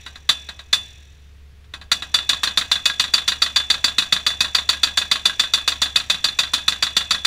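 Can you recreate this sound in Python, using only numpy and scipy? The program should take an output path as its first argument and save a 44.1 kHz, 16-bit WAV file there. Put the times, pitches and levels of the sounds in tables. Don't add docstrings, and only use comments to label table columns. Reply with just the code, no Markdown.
import sys
import numpy as np
from scipy import signal
from scipy.fft import rfft, irfft
from scipy.io import wavfile

SR = 44100
rng = np.random.default_rng(int(sys.argv[2]) if len(sys.argv) > 2 else 0)


def inscribe(sig):
    pcm = np.round(np.clip(np.atleast_2d(sig).T, -1, 1) * 32767)
    wavfile.write(sys.argv[1], SR, pcm.astype(np.int16))


N = 320166

FIRING_HZ = 70.2
# [multiple of the firing rate, level/dB]
ENGINE_ORDERS = [(1, 0), (4 / 3, -17), (2.2, -23.5)]
# [t/s, level/dB]
DRONE_LEVEL = [(0, -47), (1.56, -45), (2.97, -48.5), (3.6, -44.5), (4.04, -50), (4.4, -44), (4.95, -44),
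               (5.34, -50.5), (5.82, -42.5), (6.25, -49.5), (6.6, -45.5), (7.26, -46)]
# [mean f/Hz, level/dB]
HUM = [(161.5, -75), (420, -71), (457.6, -75), (527.6, -77.5), (705, -78.5)]
# [f/Hz, level/dB]
RUMBLE_SPECTRUM = [(20, 1.5), (45, -1.5), (95, 0.5), (130, -5), (200, -14.5), (300, -19.5), (700, -27.5),
                   (1400, -24), (1900, -23), (3500, -25), (8000, -38), (16000, -43)]

# [f/Hz, level/dB]
SHIMMER_SPECTRUM = [(900, -13.5), (1450, -30), (1650, -1), (2250, -6.5), (2570, 1), (3100, -8.5), (3550, 5),
                    (4500, -13), (5000, -18.5), (5800, 0), (6400, -11.5), (7100, -7.5), (8800, -20.5),
                    (15000, -28.5)]
ROUND_TRIP_HZ = 41.4

# [t/s, level/dB]
KNOCKS = [(.063, -19), (.156, -24.5), (.488, -17.5), (.591, -24), (1.642, -42.5), (1.737, -17.5),
          (1.813, -25.5), (2.022, -13.5)]
# [f/Hz, level/dB, t60/s]
CAP_MODES = [(1097, -26, 0.1), (1383, -31, .1), (1550, -25.5, 0.15), (1643, -22.5, 0.14),
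             (1930, -23.5, 0.082), (3850, -18.5, 0.074), (4180, -17.5, 0.051)]
# [f/Hz, level/dB, t60/s]
POST_MODES = [(625, -46, 0.22), (1610, -52.5, 0.64), (1670, -35, 0.3), (2554, -47, 1.3), (2750, -36, 0.31),
              (2864, -34, 0.25), (3210, -35.5, 0.27), (3442, -31, 0.76), (3492, -18, 0.27),
              (3492, -24, 0.41), (3475, -26.5, 0.23), (3520, -24.5, 0.1), (3670, -25.5, 0.15),
              (3875, -48, 0.41), (4030, -45, .5), (4600, -34.5, 0.12), (4660, -34.5, 0.093),
              (9440, -38.5, 0.22)]
# [t/s, level/dB]
POST_RING = [(.29, 0.5), (.73, -2.5), (2.43, -2.5), (3, -1), (3.6, -3.5), (4.3, -3.5), (5.3, 0),
             (5.96, -2.5), (7.1, -1.5)]

REGISTER_EDGES = [140, 900, 3300, 4350, 4900, 17000]
# [clatter level/dB, clatter t60/s, tail level/dB, tail t60/s, rebound level/dB, knock level/dB]
REGISTERS = [(-7, 0.038, -16.5, 0.38, 2, 8.5), (-9, 0.083, -28.5, 0.27, 2.5, 3.5),
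             (-12, 0.084, -43.5, 0.32, 0, -6.5), (-8, 0.06, -48, 0.3, -19.5, -13.5),
             (-10.5, 0.12, -35.5, 0.47, -4.5, -4)]
BLOW_LEVEL = [0.56, 0.87, 1.0, 0, 0.77]
SINGLE_EXTRA = [-1, 1, 3.8, -1, 1]
# [t/s, level/dB]
UPPER_CLANG = [(.29, -1), (1.92, -1.5), (2.43, -7.5), (3.2, 5), (3.84, 8), (3.98, -0.5), (4.83, 4.5),
               (5.25, -2), (5.96, 0.5), (7.25, 2.5)]
UPPER_CAP = 3
# [f/Hz, level/dB]
STEEL_SPECTRUM = [(140, -20.5), (270, -21.5), (400, -28), (620, -22.5), (900, -16.5), (1300, -9.5),
                  (3200, -16), (3500, 1.5), (4350, -2), (4700, -4.5), (4950, -18.5), (7200, -15.5),
                  (9000, -25.5), (15500, -36)]
# [f/Hz, width/Hz, boost/dB]
RESONANCES = [(189.3, 30, 5), (260.4, 17, 3), (640, 55, 3), (866, 74, -8.5), (1335, 270, 0.5),
              (1488, 34, -11), (1654, 89, 3.5), (1964, 140, 4.5), (2170, 95, -4), (2537, 99, 8),
              (2554, 50, 5), (2867, 24, 10.5), (3117, 27, 11.5), (4220, 84, -1), (4345, 180, -7.5),
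              (4614, 210, 4.5), (5335, 154, 6), (5885, 370, 7.5), (6430, 400, -6.5), (6730, 260, 6),
              (7530, 70, 6), (10520, 570, 7.5)]

SINGLE_BLOWS = [.2905, .7281, 1.9153]
PACE_CHANGES = [2.1413, 2.2914, 4.4051, 4.8317, 6.0986, 6.2415, 6.5346, 6.824, 7.248]
STROKE_S = .141
# [t/s, level/dB]
REBOUND_LEVEL = [(2.14, -12), (2.29, -7), (2.6, -9.5), (4.5, -10), (6.3, -12), (6.7, -9.5)]
# [t/s, delay/s]
BOUNCE_TIME = [(1.92, .03), (2.14, 0.043), (2.29, 0.04), (3, 0.043), (4.4, .038), (6.4, 0.043), (7.1, .039)]


def from_db(db):
    return 10 ** (np.asarray(db) / 20)


def at(t, table):
    return np.interp(t, *np.transpose(table))


def rms_one(x):
    return x / np.sqrt(np.mean(x ** 2) + 1e-20)


def colour(x, spectrum, peaks=()):
    size = 2 ** 14
    hz = np.maximum(np.arange(size // 2 + 1) * SR / size, 1)
    points = np.array(spectrum)
    db = np.interp(np.log(hz), np.log(points[:, 0]), points[:, 1])
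    for centre, width, boost in peaks:
        db = db + boost / (1 + (2 * (hz - centre) / width) ** 2)
    cepstrum = irfft(np.log(from_db(db)))[:size // 2]
    cepstrum[1:] *= 2
    response = irfft(np.exp(rfft(cepstrum, size)))
    return signal.fftconvolve(x, response / np.linalg.norm(response))[:len(x)]


def band(x, low, high):
    sos = signal.butter(4, [low, min(high, .45 * SR)], "band", fs=SR, output="sos")
    return signal.sosfilt(sos, x)


def fade(t, t60):
    return from_db(-60 * t / t60)


def add(track, s, sound):
    start = int(np.clip(round(s * SR), 0, N))
    track[start:start + len(sound)] += sound[:N - start]


def clicks(times, sizes):
    out = np.zeros(N)
    for s, size in zip(times, sizes):
        add(out, s, np.array([size]))
    return out


def ring(x, hz, t60):
    r, w = fade(1 / SR, t60), 2 * np.pi * hz / SR
    return signal.lfilter([0, np.sin(w)], [1, -2 * r * np.cos(w), r * r], x + 1e-18)


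def ring_modes(modes, times, db, spread_db, contact_s):
    out = np.zeros(N)
    for hz, mode_db, t60 in modes:
        late = contact_s * rng.random(len(times))
        uneven_db = rng.normal(0, spread_db, len(times))
        out += ring(clicks(times + late, from_db(db + mode_db + uneven_db)), hz, t60)
    return out


def drift(rate_hz):
    knots = np.arange(N) / SR * rate_hz
    return np.interp(knots, np.arange(1000), rng.standard_normal(1000))


def diesel(rumble_db=-50.5, waver=.004):
    turn = 2 * np.pi * np.cumsum(1 + waver * drift(rate_hz=6)) / SR
    drone = np.zeros(N)
    for order, order_db in ENGINE_ORDERS:
        phase = rng.uniform(0, 2 * np.pi)
        drone += from_db(order_db) * np.sin(order * FIRING_HZ * turn + phase)
    drone *= from_db(at(np.arange(N) / SR, DRONE_LEVEL))
    hum = sum(from_db(hum_db) * np.sin(hz * turn) for hz, hum_db in HUM)
    rumble = from_db(rumble_db) * colour(rng.standard_normal(N), RUMBLE_SPECTRUM)
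    return np.sqrt(2) * (drone + hum) + rumble


def shimmer(blow_s, level_db=-41.5, t60=1.42, earlier_blow_s=0.12, flutter=1.0, flutter_above_hz=5000):
    t = np.arange(2 * SR) / SR
    strikes = clicks(blow_s, np.ones(len(blow_s)))
    wash = colour(rng.standard_normal(N), SHIMMER_SPECTRUM)
    out = np.zeros(N)
    for side, depth in (("low", 0), ("high", np.clip(flutter, 0, 1))):
        pulse = 1 - depth * np.cos(2 * np.pi * ROUND_TRIP_HZ * t)
        decay = (fade(t, t60) * pulse) ** 2 / (1 + depth ** 2 / 2)
        power = np.maximum(signal.fftconvolve(strikes, decay)[:N], 0)
        add(power, 0, decay[int(earlier_blow_s * SR):])
        sos = signal.butter(3, flutter_above_hz, side, fs=SR, output="sos")
        out += np.sqrt(power) * signal.sosfilt(sos, wash)
    return from_db(level_db) * out


def cap(blows, knock_db=3.0, spread_db=3.5, contact_s=.002):
    blow_s, _, delay, rebound_db = blows
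    knock_s, loose_db = np.transpose(KNOCKS)
    times, db = np.r_[blow_s + delay, knock_s], np.r_[rebound_db, loose_db + knock_db]
    return ring_modes(CAP_MODES, times, db, spread_db, contact_s)


def post(blow_s, spread_db=3.0, knock_share_db=-15.0, contact_s=.003):
    knock_s, loose_db = np.transpose(KNOCKS)
    times = np.r_[blow_s, knock_s]
    db = np.r_[at(blow_s, POST_RING), loose_db + knock_share_db]
    return ring_modes(POST_MODES, times, db, spread_db, contact_s)


def contacts(blows, register, second_bounce_db=-13.0, bounce_ratio=1.9, spread_db=0.47, clang_spread_db=1.5):
    blow_s, single, delay, rebound_db = blows
    blow_db = BLOW_LEVEL[register] + single * SINGLE_EXTRA[register]
    blow_db = blow_db + spread_db * rng.standard_normal(len(blow_s))
    if register == UPPER_CAP:
        blow_db = blow_db + at(blow_s, UPPER_CLANG) + clang_spread_db * rng.standard_normal(len(blow_s))
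    register_rebound_db, register_knock_db = REGISTERS[register][-2:]
    first_db = rebound_db + register_rebound_db
    knock_s, loose_db = np.transpose(KNOCKS)
    times = np.r_[blow_s, blow_s + delay, blow_s + bounce_ratio * delay, knock_s]
    db = np.r_[blow_db, first_db, first_db + second_bounce_db, loose_db + register_knock_db]
    return zip(times, db)


def driver(blows, alike=0.28, rise_s=0.0005, hold_s=0.0022, chatter_db=1.5, chatter_s=0.001535):
    t = np.arange(SR // 3) / SR
    alike = np.clip(alike, 0, 1)
    knots = t / chatter_s
    attack = 1 - np.exp(-t / rise_s)
    out = np.zeros(N)
    for k, (clatter_db, clatter_t60, tail_db, tail_t60, _, _) in enumerate(REGISTERS):
        clatter = from_db(clatter_db) * fade(np.maximum(t - hold_s, 0), clatter_t60)
        tail = from_db(tail_db) * fade(t, tail_t60)
        same = rms_one(irfft(np.exp(2j * np.pi * rng.random(len(t) // 2 + 1)), len(t)))
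        track = np.zeros(N)
        for s, db in contacts(blows, k):
            own, slow = rng.standard_normal((2, len(t)))
            chatter = from_db(chatter_db * np.interp(knots, np.arange(len(t)), slow))
            grain = np.sqrt(alike) * same + np.sqrt(1 - alike) * own
            add(track, s, from_db(db) * grain * attack * np.hypot(clatter * chatter, tail))
        out += band(track, REGISTER_EDGES[k], REGISTER_EDGES[k + 1])
    return colour(out, STEEL_SPECTRUM, RESONANCES)


def hammer(bounce_spread_s=.0012, single_rebound_db=-29, rebound_spread_db=1.0):
    stretches = []
    for start, end in zip(PACE_CHANGES, PACE_CHANGES[1:]):
        count = round((end - start) / STROKE_S)
        stretches.append(np.linspace(start, end, count, endpoint=False))
    blow_s = np.concatenate([SINGLE_BLOWS, *stretches, PACE_CHANGES[-1:]])
    single = np.arange(len(blow_s)) < len(SINGLE_BLOWS)
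    late, hard = rng.standard_normal((len(blow_s), 2)).T
    delay = at(blow_s, BOUNCE_TIME) + bounce_spread_s * late
    rebound_db = np.where(single, single_rebound_db, at(blow_s, REBOUND_LEVEL))
    return blow_s, single, delay, rebound_db + rebound_spread_db * hard


def scene():
    blows = hammer()
    blow_s = blows[0]
    steel = driver(blows) + cap(blows) + post(blow_s) + shimmer(blow_s)
    return (steel + diesel())[None]


def record(dry, ceiling=1.6, cutoff_hz=15600):
    rounded = ceiling * np.tanh(dry / ceiling)
    return signal.sosfilt(signal.ellip(10, .1, 80, cutoff_hz, fs=SR, output="sos"), rounded)


dry = scene()
out = record(dry)
inscribe(out)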